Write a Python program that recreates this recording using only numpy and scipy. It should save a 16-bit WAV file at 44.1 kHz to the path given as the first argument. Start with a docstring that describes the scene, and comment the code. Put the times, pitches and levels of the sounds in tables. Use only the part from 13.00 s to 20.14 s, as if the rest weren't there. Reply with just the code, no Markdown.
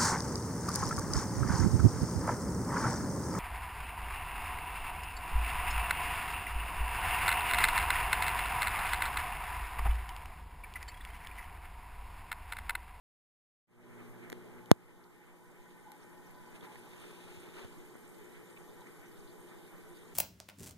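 """An aquarium trickles in a quiet room: water washes and laps, and tiny bubbles ring and burst.
Behind it, pumps hum with the mains power and falling water makes the drain pipe drone.
A hand-held camera rises from the cabinet to the front glass, then over the open tank; fingers creak,
rub and once knock hard on its case. Its sound fades in, dips after the knock, and is widened
by subtracting from each microphone a delayed copy of the other."""
import sys
import numpy as np
from scipy import signal
from scipy.fft import irfft
from scipy.io import wavfile
from scipy.ndimage import uniform_filter1d

SR = 44100
rng = np.random.default_rng(int(sys.argv[2]) if len(sys.argv) > 2 else 0)


def unload_audio(sound):
    """Save the sound as a 16-bit wav file, at the path given as the first command line argument."""
    columns = np.transpose(np.atleast_2d(sound))
    # keep every value between -1 and 1, then stretch to whole-number steps
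    steps = np.round(np.clip(columns, -1, 1) * 32767)
    wavfile.write(sys.argv[1], SR, steps.astype(np.int16))


N = 314874
TIME = np.arange(N) / SR
FREQ = np.arange(N // 2 + 1) * SR / N

# bands of high, watery fizz: (pitch [Hz], width [Hz], peak level [dB per Hz])
FIZZ_BANDS = [(2360, 25, -100), (3040, 150, -103.5), (3630, 660, -107.7), (4750, 160, -108),
              (6850, 200, -111), (7340, 270, -108), (8580, 760, -109.5), (10700, 1400, -113),
              (12300, 640, -114)]


def undb(db):
    """Turn decibels into a factor to multiply by."""
    return 10 ** (np.asarray(db) / 20)


def slope(points):
    """Gain at every frequency, along a line through (frequency [Hz], level [dB]) points."""
    hz, db = np.transpose(points)
    return undb(np.interp(np.log(FREQ + 1), np.log(hz), db))


def resonances(rings):
    """Gain at every frequency, with a peak at each of a few pitches."""
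    peaks = (undb(db) / (1 + ((FREQ - hz) / (0.58 * width)) ** 2) for hz, width, db in rings)
    return np.sqrt(sum(peak ** 2 for peak in peaks))


def noise(gain):
    """Two unrelated noises, as strong at each frequency as gain says."""
    real, imag = rng.standard_normal((2, 2, len(FREQ)))
    return irfft((real + 1j * imag) * (gain * np.sqrt(SR * N) / 2), N)


def diffuse(gain, likeness=0.74, spacing_m=0.12):
    """Room noise at the two microphones: alike for long waves, unrelated for short ones."""
    alike = likeness * np.sinc(2 * FREQ * spacing_m / 343)
    mid, side = noise(gain * np.sqrt(np.array([1 + alike, 1 - alike]) / 2))
    return np.array([mid + side, mid - side])


def wander(rate_hz):
    """A smooth random wobble, mostly between -1 and 1."""
    hold = int(SR / rate_hz)
    steps = np.repeat(rng.standard_normal(N // hold + 1), hold)
    return 0.99 * uniform_filter1d(uniform_filter1d(steps, hold), hold)[:N]


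def swell(s, length):
    """A smooth rise and fall around s seconds, above half height for the given length."""
    return .5 ** ((2 * (TIME - s) / length) ** 2)


def mostly_small(chance, cap=4):
    """Turn an even draw from 0 to 1 into a number that is usually small and now and then large."""
    return min(-np.log(1 - chance), cap)


def add(track, s, sound):
    """Mix a short sound into a track at s seconds."""
    i = int(s * SR)
    track[..., i:i + sound.shape[-1]] += sound[..., :N - i]


def nearness(place_db):
    """A source's level in dB, easing from place to place as the camera moves."""
    # up to the glass, then over the rim: (start [s], length [s])
    moves = [(1.385, 0.73), (3.1, 1.65)]
    db = place_db[0]
    for (start, length), step in zip(moves, np.diff(place_db)):
        progress = np.clip((TIME - start) / length, 0, 1)
        db = db + step * np.sin(np.pi / 2 * progress) ** 2
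    return db


def rubbing(grain_db=2):
    """Skin slides over the case in tiny slips; pressed firmly, it makes the case ring low."""
    # hiss of sliding skin: (frequency [Hz], level [dB per Hz])
    skin = [(200, -110), (900, -104), (2000, -102), (2600, -95), (3100, -102), (3600, -99), (4400, -108),
            (6500, -111), (11000, -109), (15000, -140)]
    # ringing of the scraped case: (pitch [Hz], width [Hz], peak level [dB per Hz])
    case_rings = [(260, 130, -86), (400, 72, -77.5), (1180, 2500, -91.5)]
    # finger strokes: (middle [s], length [s], slide level [dB], scrape level [dB])
    strokes = [(3.56, 0.028, -1, -9), (3.645, 0.03, -13, 3.5), (3.745, 0.1, -8, -17),
               (4.038, 0.18, -12, -11.5), (4.29, 0.79, 0, -13), (4.577, 0.053, -2, 1),
               (4.63, 0.049, -2, 1.5)]
    light = sum(undb(db) * swell(s, length) for s, length, db, _ in strokes)
    firm = sum(undb(db) * swell(s, length) for s, length, _, db in strokes)
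    slide = noise(slope(skin)) * light
    scrape = diffuse(resonances(case_rings)) * firm
    return (slide + scrape) * undb(grain_db * wander(160))


def creaks(left_db=-13, crack_db=10, crack_s=.0001, grit_hz=11000):
    """The plastic case slips under the grip: a sharp crack, a gritty snap and a very short ring."""
    # slips of the case: (time [s], level [dB], pitch [Hz], fade time [s], snap against ring [dB])
    slips = [(1.3003, -31, 1950, 0.00085, -7.5), (1.32, -35, 2230, 0.0017, -15),
             (1.3271, -37.5, 3320, 0.0014, -7.5), (1.3287, -26.5, 1910, 0.00062, -24),
             (1.3279, -28.5, 403, 0.0023, -36), (1.659, -49, 3000, 0.0022, -7),
             (1.71, -31, 1850, 0.0011, -24), (2.9183, -46.5, 2200, 0.002, -2)]
    out, t = np.zeros((2, N)), np.arange(SR // 40) / SR
    bright = signal.iirpeak(grit_hz, 3, fs=SR)
    crack = undb(crack_db) * np.exp(-t / crack_s)
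    for s, db, hz, decay, snap_db in slips:
        grit = rng.standard_normal((2, len(t)))
        snap = grit + signal.lfilter(*bright, grit) - crack
        slip = np.sin(2 * np.pi * hz * t) + undb(snap_db) * snap
        add(out, s, undb(db) * slip * np.exp(-t / decay) * undb([[left_db], [0]]))
    return out


def knocks(low_cut_hz=51, stop_db=26, steepness=1.77):
    """A finger jolts the case at the right microphone, whose bass-cutting filter swings back after it."""
    # finger knocks: (time [s], level [dB], rise [s], length [s])
    jolts = [(1.3195, -26, .0003, 0.0008), (1.3265, -29, 0.00042, 0.00092),
             (1.7147, 6.7, 0.0000092, 0.00135), (3.63, -30, 0.002, 0.0023), (3.765, -36, .003, 0.0046),
             (4.375, -24, .004, .009), (4.484, -30.5, 0.0033, .006), (4.649, -22, 0.0032, .009),
             (4.769, -35, 0.0017, 0.0031), (4.954, -21.5, 0.0015, 0.00074), (6.291, -35, .003, .005)]
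    out, t = np.zeros((2, N)), np.arange(SR // 20) / SR
    for s, db, rise, length in jolts:
        pulse = (1 - np.exp(-t / rise)) * np.exp(-(t / length) ** steepness)
        add(out[1], s, -undb(db) * pulse)
    low_cut = signal.cheby2(3, stop_db, low_cut_hz, "high", fs=SR, output="sos")
    return signal.sosfilt(low_cut, out + 1e-18)


def pump(near_db, mains_hz=59.96, waver_db=2.0, left_db=-4):
    """Pump motors hum at multiples of the mains; the cabinet rumbles and, close by, booms."""
    # hum tones: (multiple of the mains, level over the tank [dB], rise with nearness [dB per dB])
    tones = [(2, -66, 1.86), (3, -63, 1.0), (4, -68, 2), (5, -68.5, 0.35), (6, -62.5, 0.91), (7, -76, 1.3),
             (8, -71.5, 0.83), (10, -83, 1.3), (13, -82.5, 0)]
    # cabinet rumble: (frequency [Hz], level [dB per Hz])
    rumble_shape = [(20, -71), (45, -108), (85, -93.5), (170, -80.5), (300, -88), (450, -94), (600, -101),
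                    (1200, -110), (3000, -125)]
    # cabinet boom: (pitch [Hz], width [Hz], peak level [dB per Hz])
    cabinet_rings = [(93, 34, -102)]
    hum = 0
    for multiple, db, rise in tones:
        # the hum tones waver slightly at random in loudness and pitch
        phase = 2 * np.pi * multiple * mains_hz * TIME + .22 * wander(9)
        level = undb(db + rise * near_db + waver_db * wander(13))
        hum = hum + np.sqrt(2) * level * np.sin(phase + rng.uniform(0, 2 * np.pi))
    boom = diffuse(resonances(cabinet_rings)) * undb(2.3 * near_db)
    rumble = diffuse(slope(rumble_shape)) * undb(0.72 * near_db)
    return hum * undb([[left_db], [0]]) + rumble + boom


def drain(near_db, gurgle_db=2):
    """Falling water makes the air in the drain pipe ring unevenly."""
    # air in the pipe: (pitch [Hz], width [Hz], peak level [dB per Hz])
    pipe_rings = [(347, 38, -76), (423, 43, -79.5)]
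    return diffuse(resonances(pipe_rings)) * undb(near_db + gurgle_db * wander(21.85))


def bubble(hz, cycles=10, glide=0.024, blur=0.37):
    """A bubble rings briefly; glide lifts its pitch, and its own splash blurs the tone."""
    life = cycles / hz
    t = np.arange(int(5 * life * SR)) / SR
    phase = 2 * np.pi * hz * t * (1 + glide * t / (5 * life))
    jitter = blur * np.cumsum(rng.standard_normal((2, len(t))), axis=1) * np.sqrt(hz / SR)
    return np.exp(-t / life) * (1 - np.exp(-t * hz)) * np.sin(phase + jitter)


def sprays(start_s=2.9, stray_db=-71, spread_db=2.5, length_s=0.029, detune=0.16, count=56, size=8):
    """Foam bursts in clusters of tiny, similar bubbles; fainter stray clusters come at random."""
    # bursts of foam: (time [s], pitch [Hz], level of each bubble [dB])
    bursts = [(2.8, 9450, -62), (3.03, 5370, -61), (3.03, 9100, -62), (3.27, 5500, -65),
              (3.79, 10100, -56.5), (4.01, 8800, -61), (4.408, 8650, -58.5), (4.979, 10500, -61),
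              (5.089, 7700, -58), (5.57, 2430, -53.5), (5.58, 8600, -65), (5.87, 2050, -58.5),
              (6.07, 5650, -65), (6.29, 4400, -66), (6.42, 9700, -61), (6.901, 10700, -57),
              (6.96, 4900, -65)]
    out, strays = np.zeros((2, N)), []
    for when, smallness, strength in rng.random((count, 3)):
        s = start_s + when * (TIME[-1] - start_s)
        strays.append((s, 7500 + 5500 * smallness, stray_db + spread_db * mostly_small(strength, 3)))
    for s, hz, db in bursts + strays:
        for lag, pitch in rng.random((size, 2)) - .5:
            add(out, min(s + lag * length_s, TIME[-1]), undb(db) * bubble(hz * (1 + detune * pitch)))
    return out


def spatter(start_s=2.7, ping_db=-70, spread_db=1.5, ring_s=0.0075, count=300):
    """Bursting bubbles ping, each near the pitch of one fizz band; a few drips stand out."""
    # single drips: (time [s], pitch [Hz], level [dB])
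    drips = [(2.04, 4260, -54), (3.609, 3380, -52), (3.756, 1880, -46.5), (3.932, 1874, -51.5),
             (5.868, 2000, -49), (6.274, 3740, -59)]
    out = np.zeros((2, N))
    for when, which, strength, detune in rng.random((count, 4)):
        hz = FIZZ_BANDS[int(which * len(FIZZ_BANDS))][0] * (1 + 0.076 * (detune - .5))
        level = undb(ping_db + spread_db * mostly_small(strength))
        ping = bubble(hz, cycles=ring_s * hz, glide=0, blur=0.77)
        add(out, start_s + when * (TIME[-1] - start_s), level * ping)
    for s, hz, db in drips:
        add(out, s, undb(db) * bubble(hz, blur=0.83))
    return out


def fizz(near_db, flicker_db=3.5):
    """A high, watery fizz in a few bands, each flickering at random."""
    return sum(diffuse(resonances([band])) * undb(near_db + flicker_db * wander(18))
               for band in FIZZ_BANDS)


def lapping(near_db, lap_db=2.5, low_hz=1300):
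    """Lapping water rings the air over the tank; the low pitches swell most near the rim."""
    # air over the tank: (pitch [Hz], width [Hz], peak level [dB per Hz])
    air_rings = [(853, 68, -90.5), (994.4, 33, -89.5), (1510, 56, -94.5), (1830, 43, -93),
                 (2050, 46, -96.5)]
    out = 0
    for hz, width, db in air_rings:
        swell_db = near_db * min(1, (low_hz / hz) ** 2)
        out = out + diffuse(resonances([(hz, width, db)])) * undb(swell_db + lap_db * wander(20))
    return out


def trickle(near_db, bubble_db=-73.5, spread_db=1.75, low_hz=5000, high_hz=13500, ring_s=0.0025):
    """A fine, uneven patter of tiny bubbles, most faint and a few louder."""
    out = np.zeros((2, N))
    for when, smallness, strength in rng.random((1500, 3)):
        hz = low_hz + (high_hz - low_hz) * smallness
        level = undb(bubble_db + spread_db * mostly_small(strength))
        add(out, when * TIME[-1], level * bubble(hz, cycles=ring_s * hz, glide=.01, blur=0.23))
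    return out * undb(near_db)


def surface(near_db, ripple_db=3.0, bubble_db=-80, small_boost_db=7, count=700):
    """Moving water: a wash whose octaves each ripple on their own, and a scatter of small bubbles."""
    # wash of the water: (frequency [Hz], level [dB per Hz])
    wash_shape = [(200, -107), (500, -95.5), (700, -99), (1200, -98.5), (1650, -100.3), (2250, -100.5),
                  (2700, -109), (3100, -108.5), (4000, -116), (5500, -123), (9000, -119), (13000, -120),
                  (15000, -150)]
    wash, out = slope(wash_shape), np.zeros((2, N))
    for hz in 250 * 2 ** np.arange(7):
        octave = np.cos(np.pi / 2 * np.clip(np.log2((FREQ + 1) / hz), -1, 1))
        out += diffuse(wash * octave) * undb(ripple_db * wander(40))
    for when, smallness, strength in rng.random((count, 3)):
        level = undb(bubble_db + mostly_small(strength) + small_boost_db * smallness)
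        add(out, when * TIME[-1], level * bubble(900 + 11000 * smallness))
    return out * undb(near_db)


def scene(wash_share=0.083):
    """All the sounds as they reach the left and right microphones."""
    # each source's level change: (at the cabinet [dB], at the glass [dB], over the water [dB])
    pump_db = (7, 1, 0)
    drain_db = (-0.5, -5.5, -1.5)
    surface_db = (6.5, 2.5, 1.25)
    lapping_db = (2, 4, -0.5)
    fizz_db = (-7, -1.5, 0.4)
    # waves slopping against the rim: (middle [s], length [s], swell [dB])
    slops = [(2.89, 0.078, 8), (3.443, 0.12, 3), (3.704, 0.17, 3), (5.22, 0.097, 3), (5.8, 0.06, 7.5)]
    slop_db = sum(db * swell(s, length) for s, length, db in slops)
    machines = pump(nearness(pump_db)) + drain(nearness(drain_db))
    water = surface(nearness(surface_db) + wash_share * slop_db)
    water += lapping(nearness(lapping_db) + slop_db)
    foam = fizz(nearness(fizz_db)) + trickle(nearness(fizz_db)) + spatter() + sprays()
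    return machines + water + foam + knocks() + creaks() + rubbing()


def gain_control(x, limit_db=-7.0, recover_db_per_s=3.5, start_db=-3, delay_s=0.0077):
    """Automatic volume: it starts a little low, drops after too loud a peak and creeps back up."""
    over_db = 20 * np.log10(np.clip(np.abs(x).max(axis=0), 1e-9, 1)) - limit_db
    recovery_db = recover_db_per_s * TIME
    cut_db = np.maximum.accumulate(over_db + recovery_db) - recovery_db
    triggered = np.maximum.accumulate(over_db) > 0
    gain_db = np.where(triggered, -np.maximum(cut_db, 0), start_db)
    delayed_db = np.interp(TIME - delay_s, TIME, gain_db)
    return undb(uniform_filter1d(delayed_db, size=SR // 100))


def record(dry, start_s=.67, fade_s=0.31, lag_samples=17, top_hz=13950):
    """The camera widens the sound, adds hiss, sets the volume, fades in, clips and cuts the top treble."""
    # hiss of the circuits: (frequency [Hz], level [dB per Hz])
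    hiss_shape = [(2000, -142), (4000, -127), (4800, -112), (6200, -110.5), (8500, -109.3), (11000, -109),
                  (14000, -108.8)]
    other_side = np.roll(dry[::-1], lag_samples, axis=1)
    wide = dry - other_side + noise(slope(hiss_shape))
    fade = np.clip((TIME - start_s) / fade_s, 0, 1)
    clipped = np.clip(wide * gain_control(wide) * fade, -.88, .88)
    return signal.sosfilt(signal.ellip(8, .2, 70, top_hz, fs=SR, output="sos"), clipped)


dry = scene()
out = record(dry)
unload_audio(out)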